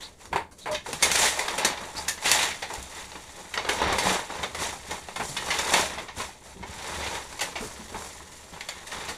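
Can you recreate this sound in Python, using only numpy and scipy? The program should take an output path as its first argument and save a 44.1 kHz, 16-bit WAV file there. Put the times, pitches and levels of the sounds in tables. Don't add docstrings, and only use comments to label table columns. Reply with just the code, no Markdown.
import sys
import numpy as np
from scipy import signal
from scipy.fft import irfft
from scipy.io import wavfile
from scipy.ndimage import uniform_filter1d

SR = 44100
rng = np.random.default_rng(int(sys.argv[2]) if len(sys.argv) > 2 else 0)


def master(y):
    cut = np.clip(np.atleast_2d(y).T, -1, 1)
    pcm = np.round(cut * 32767)
    wavfile.write(sys.argv[1], SR, pcm.astype(np.int16))


N = 404397
TIME = np.arange(N) / SR
FREQS = np.fft.rfftfreq(4096, 1 / SR)


def amp(db):
    return 10 ** (np.asarray(db) / 20)


def unit(x):
    return x / np.sqrt(np.mean(x ** 2) + 1e-20)


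def curve(points):
    hz, db = np.transpose(points)
    return np.interp(np.log(FREQS + 1), np.log(hz + 1), db)


def add(mix, start, sound):
    part = mix[max(round(start * SR), 0):][:len(sound)]
    part += sound[:len(part)]


def colour(x, curve_db):
    log_gain = np.log(amp(np.r_[curve_db, curve_db[-2:0:-1]]))
    spectrum = np.exp(np.conj(signal.hilbert(log_gain)))
    response = irfft(spectrum[:len(FREQS)])
    return signal.oaconvolve(x, response / np.linalg.norm(response))[:len(x)]


def fade(x, seconds):
    return signal.lfilter([1], [1, -np.exp(-1 / (seconds * SR))], x)


def linger(power, seconds):
    return fade(power, seconds) / (seconds * SR)


def crackle(length, per_s):
    chance = min(per_s / SR, 1)
    return rng.standard_normal(length) * (rng.random(length) < chance) / np.sqrt(chance)


def buckle(build_s, clicks_per_s):
    age = np.arange(SR // 4) / SR / build_s
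    burst = crackle(len(age), clicks_per_s) * age ** 0.7 * np.exp(-age)
    return burst / np.linalg.norm(burst) * np.sqrt(SR / 50)


def fold_tone(spread_db, width):
    ripple = uniform_filter1d(rng.standard_normal(len(FREQS)), width)
    return spread_db * unit(uniform_filter1d(ripple, width))


def room(x, desk_db, walls_db, desk_s=0.0088, walls_s=0.016):
    desk, walls = amp(desk_db) ** 2, amp(walls_db) ** 2
    power = x ** 2 + 1e-20
    echo_power = desk * linger(power, desk_s) + walls * linger(power, walls_s)
    echoes = rng.standard_normal(len(x)) * np.sqrt(echo_power)
    return (x + echoes) / np.sqrt(1 + desk + walls)


def gesture(start, build, hold, swell_db=18, fall_db_per_s=146):
    age = TIME - start
    rise_db = swell_db * np.minimum(age / build - 1, 0)
    fall_db = fall_db_per_s * np.maximum(age - build - hold, 0)
    return amp(rise_db - fall_db) ** 2


# f/Hz, level/dB
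HUSH_TONE = [(20, 2.5), (100, -4.5), (250, -8.5), (600, -8), (2000, -45), (8000, -31), (15000, -42)]
def hush():
    return amp(-53.5) * colour(rng.standard_normal(N), curve(HUSH_TONE))


# start/s, end/s, firmness/dB
GRIPS = [(.86, 6.02, -2.5), (6.15, 6.6, -11.5), (6.66, 8.13, -1), (8.15, 9.17, -4.5)]
def grip():
    return sum(amp(db) ** 2 * gesture(start, build=0.017, hold=end - start) for start, end, db in GRIPS)


# f/Hz, level/dB
DESK_TONE = [(20, -13), (45, -15), (65, 2.5), (80, -1.5), (100, -3.5), (140, -7.5), (185, -5), (240, -10),
             (400, -7.5), (1500, -89)]
# start/s, hold/s, level/dB
SHOVES = [(.27, 0.034, -41.5), (0.642, 0.035, -42), (0.974, 0.12, -43.5), (1.92, 0.025, -42.5),
          (2.38, 0.044, -46), (3.52, .2, -50), (3.785, .1, -34), (3.974, 0.054, -42), (4.317, 0.37, -45),
          (4.83, 0.037, -44.5), (5.147, .32, -45.5), (5.58, 0.36, -44.5), (6.13, 0.026, -42),
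          (6.528, 0.11, -42), (6.864, 0.23, -45), (7.53, 0.64, -52), (8.858, 0.18, -50)]
def shoves():
    power = amp(-53) ** 2 * grip()
    for start, hold, db in SHOVES:
        power += amp(db) ** 2 * gesture(start, build=0.051, hold=hold, fall_db_per_s=101)
    judder = colour(crackle(N, per_s=400), curve(DESK_TONE))
    return amp(-2) * judder * np.sqrt(power)


# t/s, length/s, first f/Hz, last f/Hz, level/dB, waver/share of the pitch
SQUEAKS = [(0.002, 0.064, 3020, 4060, -43.5, 0.11), (0.603, 0.041, 3960, 3900, -49, 0.069),
           (0.682, 0.074, 620, 605, -27.5, 0.044), (1.958, 0.037, 3770, 4940, -35.5, .09)]
def squeaks(overtone_db=-17, ring_s=0.0083):
    out, t = np.zeros(N), np.arange(SR // 4) / SR
    for start, length, first_hz, last_hz, db, jitter in SQUEAKS:
        glide = (first_hz - last_hz) * np.maximum(1 - t / length, 0) ** 3
        waver = 1 + jitter * unit(fade(rng.standard_normal(len(t)), 0.00047))
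        phase = 2 * np.pi * np.cumsum((last_hz + glide) * waver) / SR
        note = np.sin(phase) + amp(overtone_db) * np.sin(2 * phase)
        arch = np.sin(np.pi * np.minimum(t / length, 1))
        swell = np.sqrt(2 * linger(arch, ring_s))
        add(out, start, amp(db) * swell * note)
    return out


# t/s, level/dB, f/Hz, time to fade by 60 dB/s
BUMPS = [(0.316, -35, 375, .1), (0.327, -29, 150.5, 0.23), (0.884, -27.5, 464, 0.18),
         (0.93, -32.5, 151, 0.26), (1.964, -45, 171, 0.15), (2.706, -38, 496, 0.11),
         (2.779, -31.5, 64, 0.21), (3.87, -32, 40.4, 0.36), (4.053, -24.5, 188.5, 0.23),
         (5.194, -32.5, 237, 0.31), (5.292, -32, 144, 0.22), (6.169, -31.5, 97.3, 0.22),
         (6.96, -40, 71.3, .5), (7.605, -25.5, 231, 0.11), (7.621, -26.5, 430, 0.14),
         (7.635, -33.5, 122, 0.2), (7.79, -35.5, 215, 0.27), (7.921, -29, 410, 0.07),
         (7.942, -35, 70.6, 0.25), (7.949, -34, 210, 0.2), (8.522, -37, 164, 0.18)]
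def bumps(rise_s=0.0027):
    out, t = np.zeros(N), np.arange(SR // 2) / SR
    for start, db, hz, ring_s in BUMPS:
        wobble = unit(fade(rng.standard_normal(len(t)), 0.0015))
        swing = np.sin(2 * np.pi * hz * t + wobble)
        rise = 1 - np.exp(-t / rise_s)
        add(out, start, swing * rise * amp(db - 60 * t / ring_s))
    return out


# f/Hz, level/dB
FLAP_TONE = [(100, -27), (250, -23), (420, -4.5), (600, -11), (900, 0), (1250, -12), (1700, -10),
             (2300, -13), (3000, -22), (3800, -26), (5500, -32.5), (9000, -32), (15000, -50)]
# t/s, level/dB, build-up/s
KNOCKS = [(0.327, -25, 0.0015), (0.359, -21.5, 0.00097), (0.658, -29.5, 0.0014), (0.668, -28.5, 0.0062),
          (0.861, -35, 0.00096), (2.7, -32.5, 0.0021), (3.664, -31.5, 0.00099), (3.875, -24, 0.0034),
          (5.197, -24.5, 0.0042), (7.941, -33, 0.0038), (8.561, -40, 0.0012)]
def knocks():
    out = np.zeros(N)
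    for start, db, build_s in KNOCKS:
        slap = room(buckle(build_s, clicks_per_s=6000), desk_db=-2, walls_db=7.5)
        add(out, start, amp(db) * colour(slap, curve(FLAP_TONE)))
    return out


# start/s, build-up/s, hold/s, cardboard level/dB, paper level/dB, film level/dB
PULLS = [(0, 0.0067, 0.011, -44.5, -44.5, -46), (0.163, 0.045, 0.015, -50, -52, -51.5),
         (0.562, 0.022, 0.036, -60, -56, -53), (0.841, 0.016, 0.037, -57, -42, -44),
         (1.004, 0.02, 0.041, -28.5, -28.5, -36), (1.041, 0.16, 0.058, -27, -21.5, -24.5),
         (1.333, 0.048, 0.16, -33, -37, -42), (1.558, 0.05, 0.096, -31, -32.5, -59),
         (1.747, 0.057, 0.045, -35.5, -43.5, -49), (1.931, 0.04, 0.02, -34, -38.5, -40),
         (2.211, 0.042, 0.18, -30, -24, -30), (2.684, 0.022, 0.045, -38.5, -39.5, -45),
         (2.84, 0.12, .04, -42, -41.5, -45.5), (3.33, 0.052, .015, -43, -50, -52),
         (3.516, 0.048, 0.034, -35, -40, -59), (3.664, 0.036, 0.039, -32, -34, -37),
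         (3.751, 0.04, .14, -26, -29.5, -57), (3.929, .13, 0.062, -23, -24.5, -31.5),
         (4.274, 0.028, 0.11, -34.5, -39.5, -49.5), (4.548, 0.072, 0.02, -29.5, -30, -33.5),
         (4.815, 0.1, 0.017, -36.5, -39, -44), (5.125, 0.12, 0.076, -47, -50, -39.5),
         (5.3, 0.18, 0.2, -32.5, -32.5, -38), (5.629, 0.1, 0.068, -25, -24.5, -29.5),
         (5.85, 0.056, 0.068, -37, -40.5, -60), (6.141, 0.046, 0.027, -36, -36, -38.5),
         (6.414, .03, 0.052, -47, -52, -52), (6.608, 0.27, 0.29, -35.5, -36.5, -43.5),
         (7.372, 0.046, .015, -34.5, -36.5, -43), (7.553, .06, 0.039, -40, -60, -42.5),
         (7.928, 0.063, 0.067, -41, -58, -44), (8.176, 0.023, .015, -50, -69, -60),
         (8.305, 0.017, 0.037, -54, -53, -50.5), (8.593, 0.12, 0.076, -46, -45.5, -57),
         (8.868, 0.057, 0.15, -38, -38.5, -47)]
def effort(grip_db=(-47, -46.5, -48)):
    power = np.outer(amp(grip_db) ** 2, grip())
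    for start, build, hold, *levels_db in PULLS:
        power += np.outer(amp(levels_db) ** 2, gesture(start, build, hold))
    return np.sqrt(power + 1e-12)


def rustle(tone, gain, slips_per_s, spread_db, slip_s, rub, clicks_per_s, fold_db=3, walls_db=-3):
    sound, power = np.zeros(N), np.zeros(N)
    folds = 4
    for _ in range(folds):
        sizes = amp(spread_db * np.minimum(rng.exponential(1, N), 3))
        starts = rng.random(N) < slips_per_s / folds / SR
        slips = fade(sizes ** 2 * starts + 1e-12, slip_s)
        activity = slips / slips.mean() + rub
        clicks = gain * crackle(N, clicks_per_s) * np.sqrt(activity)
        echoing = room(clicks, desk_db=-3.5, walls_db=walls_db)
        sound += colour(echoing, curve(tone) + fold_tone(fold_db, width=12))
        power += activity
    return sound / np.sqrt(uniform_filter1d(power, size=3000))


# f/Hz, level/dB
CARDBOARD_TONE = [(90, -23.5), (200, -13), (320, -11), (450, -4.5), (680, -4.5), (820, 0), (960, 0),
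                  (1100, -5.5), (1350, -9.5), (2200, -16), (5000, -51), (15000, -63)]
PAPER_TONE = [(300, -16.5), (900, -4), (1400, -5), (2000, 4), (2800, -2.5), (3700, -5), (4600, -10.5),
              (6000, -9.5), (15000, -60)]
FILM_TONE = [(1000, -48), (3000, -9), (4500, -4.5), (6500, 2), (8000, -1.5), (9800, -3.5), (11500, -8.5),
             (13500, -16.5), (15500, -23.5)]
def packing():
    cardboard_gain, paper_gain, film_gain = effort()
    cardboard = rustle(CARDBOARD_TONE, cardboard_gain, slips_per_s=150, spread_db=3,
                       slip_s=0.0019, rub=0.55, clicks_per_s=2500)
    paper = rustle(PAPER_TONE, paper_gain, slips_per_s=180, spread_db=1,
                   slip_s=0.0028, rub=0.32, clicks_per_s=3500)
    film = rustle(FILM_TONE, film_gain, slips_per_s=180, spread_db=-0.5,
                  slip_s=0.0018, rub=0.81, clicks_per_s=7000, fold_db=3.5, walls_db=-4.5)
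    return amp(-1.28) * cardboard + amp(-1.7) * paper + amp(0.56) * film


# t/s, cardboard level/dB, paper level/dB, film level/dB, build-up/s
SNAPS = [(.254, -50, -56, -51, 0.0014), (0.511, -55, -64, -54.5, 0.0098), (.586, -68, -70, -51, 0.0045),
         (.712, -37.5, -57, -41, 0.0055), (0.726, -42, -39, -52, .0067), (0.744, -56, -31.5, -43.5, 0.0053),
         (.929, -37, -36, -37, 0.0029), (1.024, -34, -23, -21.5, 0.0082), (1.115, -37, -29, -28, .0021),
         (1.154, -39, -27, -28, 0.0033), (1.39, -32, -29.5, -34, 0.0042), (1.48, -36, -30.5, -42, 0.0033),
         (1.578, -30.5, -31, -33.5, .008), (1.647, -27, -23, -24.5, 0.0034),
         (1.774, -44, -41, -70.5, 0.0031), (2.08, -44, -29.5, -27.5, 0.0066), (2.176, -45, -44, -66, 0.003),
         (2.257, -48, -26, -32.5, 0.0057), (2.315, -30, -23.5, -20.5, 0.00093),
         (2.51, -59, -36.5, -57.5, 0.0031), (2.621, -36, -33, -46, 0.0062), (2.737, -46, -56, -41, 0.0015),
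         (2.826, -53.5, -58, -45, .0015), (3.117, -49, -46, -70, 0.0013), (3.152, -41, -46, -62, 0.0047),
         (3.539, -43, -32, -42, 0.0026), (3.575, -34, -29.5, -53, 0.0018), (3.648, -35, -40, -59, .0025),
         (3.689, -25.5, -26, -36, .003), (3.816, -24.5, -38, -43, 0.0028), (3.924, -28, -38, -36.5, 0.0036),
         (3.983, -32, -28, -31, 0.0033), (4.429, -31.5, -32, -40.5, 0.0056), (4.546, -36, -35, -43, 0.0028),
         (4.725, -37.5, -49, -46, 0.0071), (4.908, -37, -36.5, -40.5, 0.0047),
         (5.085, -40, -44.5, -69, 0.0023), (5.158, -36, -36.5, -43, 0.0052),
         (5.365, -42, -30, -39.5, 0.0052), (5.503, -40, -25, -40, 0.0074), (5.587, -38, -30, -33, 0.0044),
         (5.738, -26, -23, -29.5, 0.0013), (5.771, -31, -42, -35, 0.0048), (5.981, -37, -38, -58, 0.0065),
         (6.082, -42.5, -40.5, -71, 0.0067), (6.197, -34.5, -38, -49, 0.0078),
         (6.625, -39.5, -44, -67, 0.0096), (7.026, -50, -37, -55, 0.0097), (7.065, -44, -39, -54, 0.0044),
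         (7.152, -40, -38.5, -49, .002), (7.325, -46, -47, -50, 0.0029), (7.392, -50, -37, -46, 0.0024),
         (7.407, -37.5, -30, -32.5, 0.008), (7.554, -36, -33, -56, 0.011), (8.527, -46, -47.5, -55, 0.0099),
         (8.608, -54, -37.5, -49, .0015), (8.687, -49, -35.5, -40.5, 0.0023),
         (8.867, -62, -44, -44, 0.0078), (8.915, -50, -38.5, -46, 0.0067), (9.082, -35.5, -38, -39.5, .011)]
def snaps(boost_db=3):
    out = np.zeros(N)
    for start, *levels_db, build_s in SNAPS:
        for tone, db in zip((CARDBOARD_TONE, PAPER_TONE, FILM_TONE), levels_db):
            burst = room(buckle(build_s, clicks_per_s=7000), desk_db=-10.5, walls_db=-0.5)
            snap = colour(burst, curve(tone) + fold_tone(spread_db=3, width=10))
            add(out, start, amp(db + boost_db) * snap)
    return out


def scene():
    return (packing() + hush() + snaps() + knocks() + bumps() + squeaks() + shoves())[None]


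# f/Hz, width/Hz, level/dB
RESONANCES = [(71.2, 7.1, 12.5), (184, 17, 4.5), (620, 14, -1), (860, 55, 1.5), (2160, 37, 3),
              (3620, 430, 5.5), (4540, 360, 7.5), (4930, 630, -1.5), (7320, 76, 4.5), (6900, 350, 0),
              (9100, 670, 2.5)]
def record(dry, top_hz=15600):
    shape_db = np.zeros(len(FREQS))
    for hz, width, db in RESONANCES:
        offset = 2 * (FREQS - hz) / max(width, hz / 45)
        shape_db += db / (1 + offset ** 2)
    heard = np.clip(amp(-0.88) * colour(dry[0], shape_db), -1, 1)
    low_pass = signal.firwin(511, top_hz, window=("kaiser", 9), fs=SR)
    return signal.oaconvolve(heard, low_pass, "same")[None]


dry = scene()
out = record(dry)
master(out)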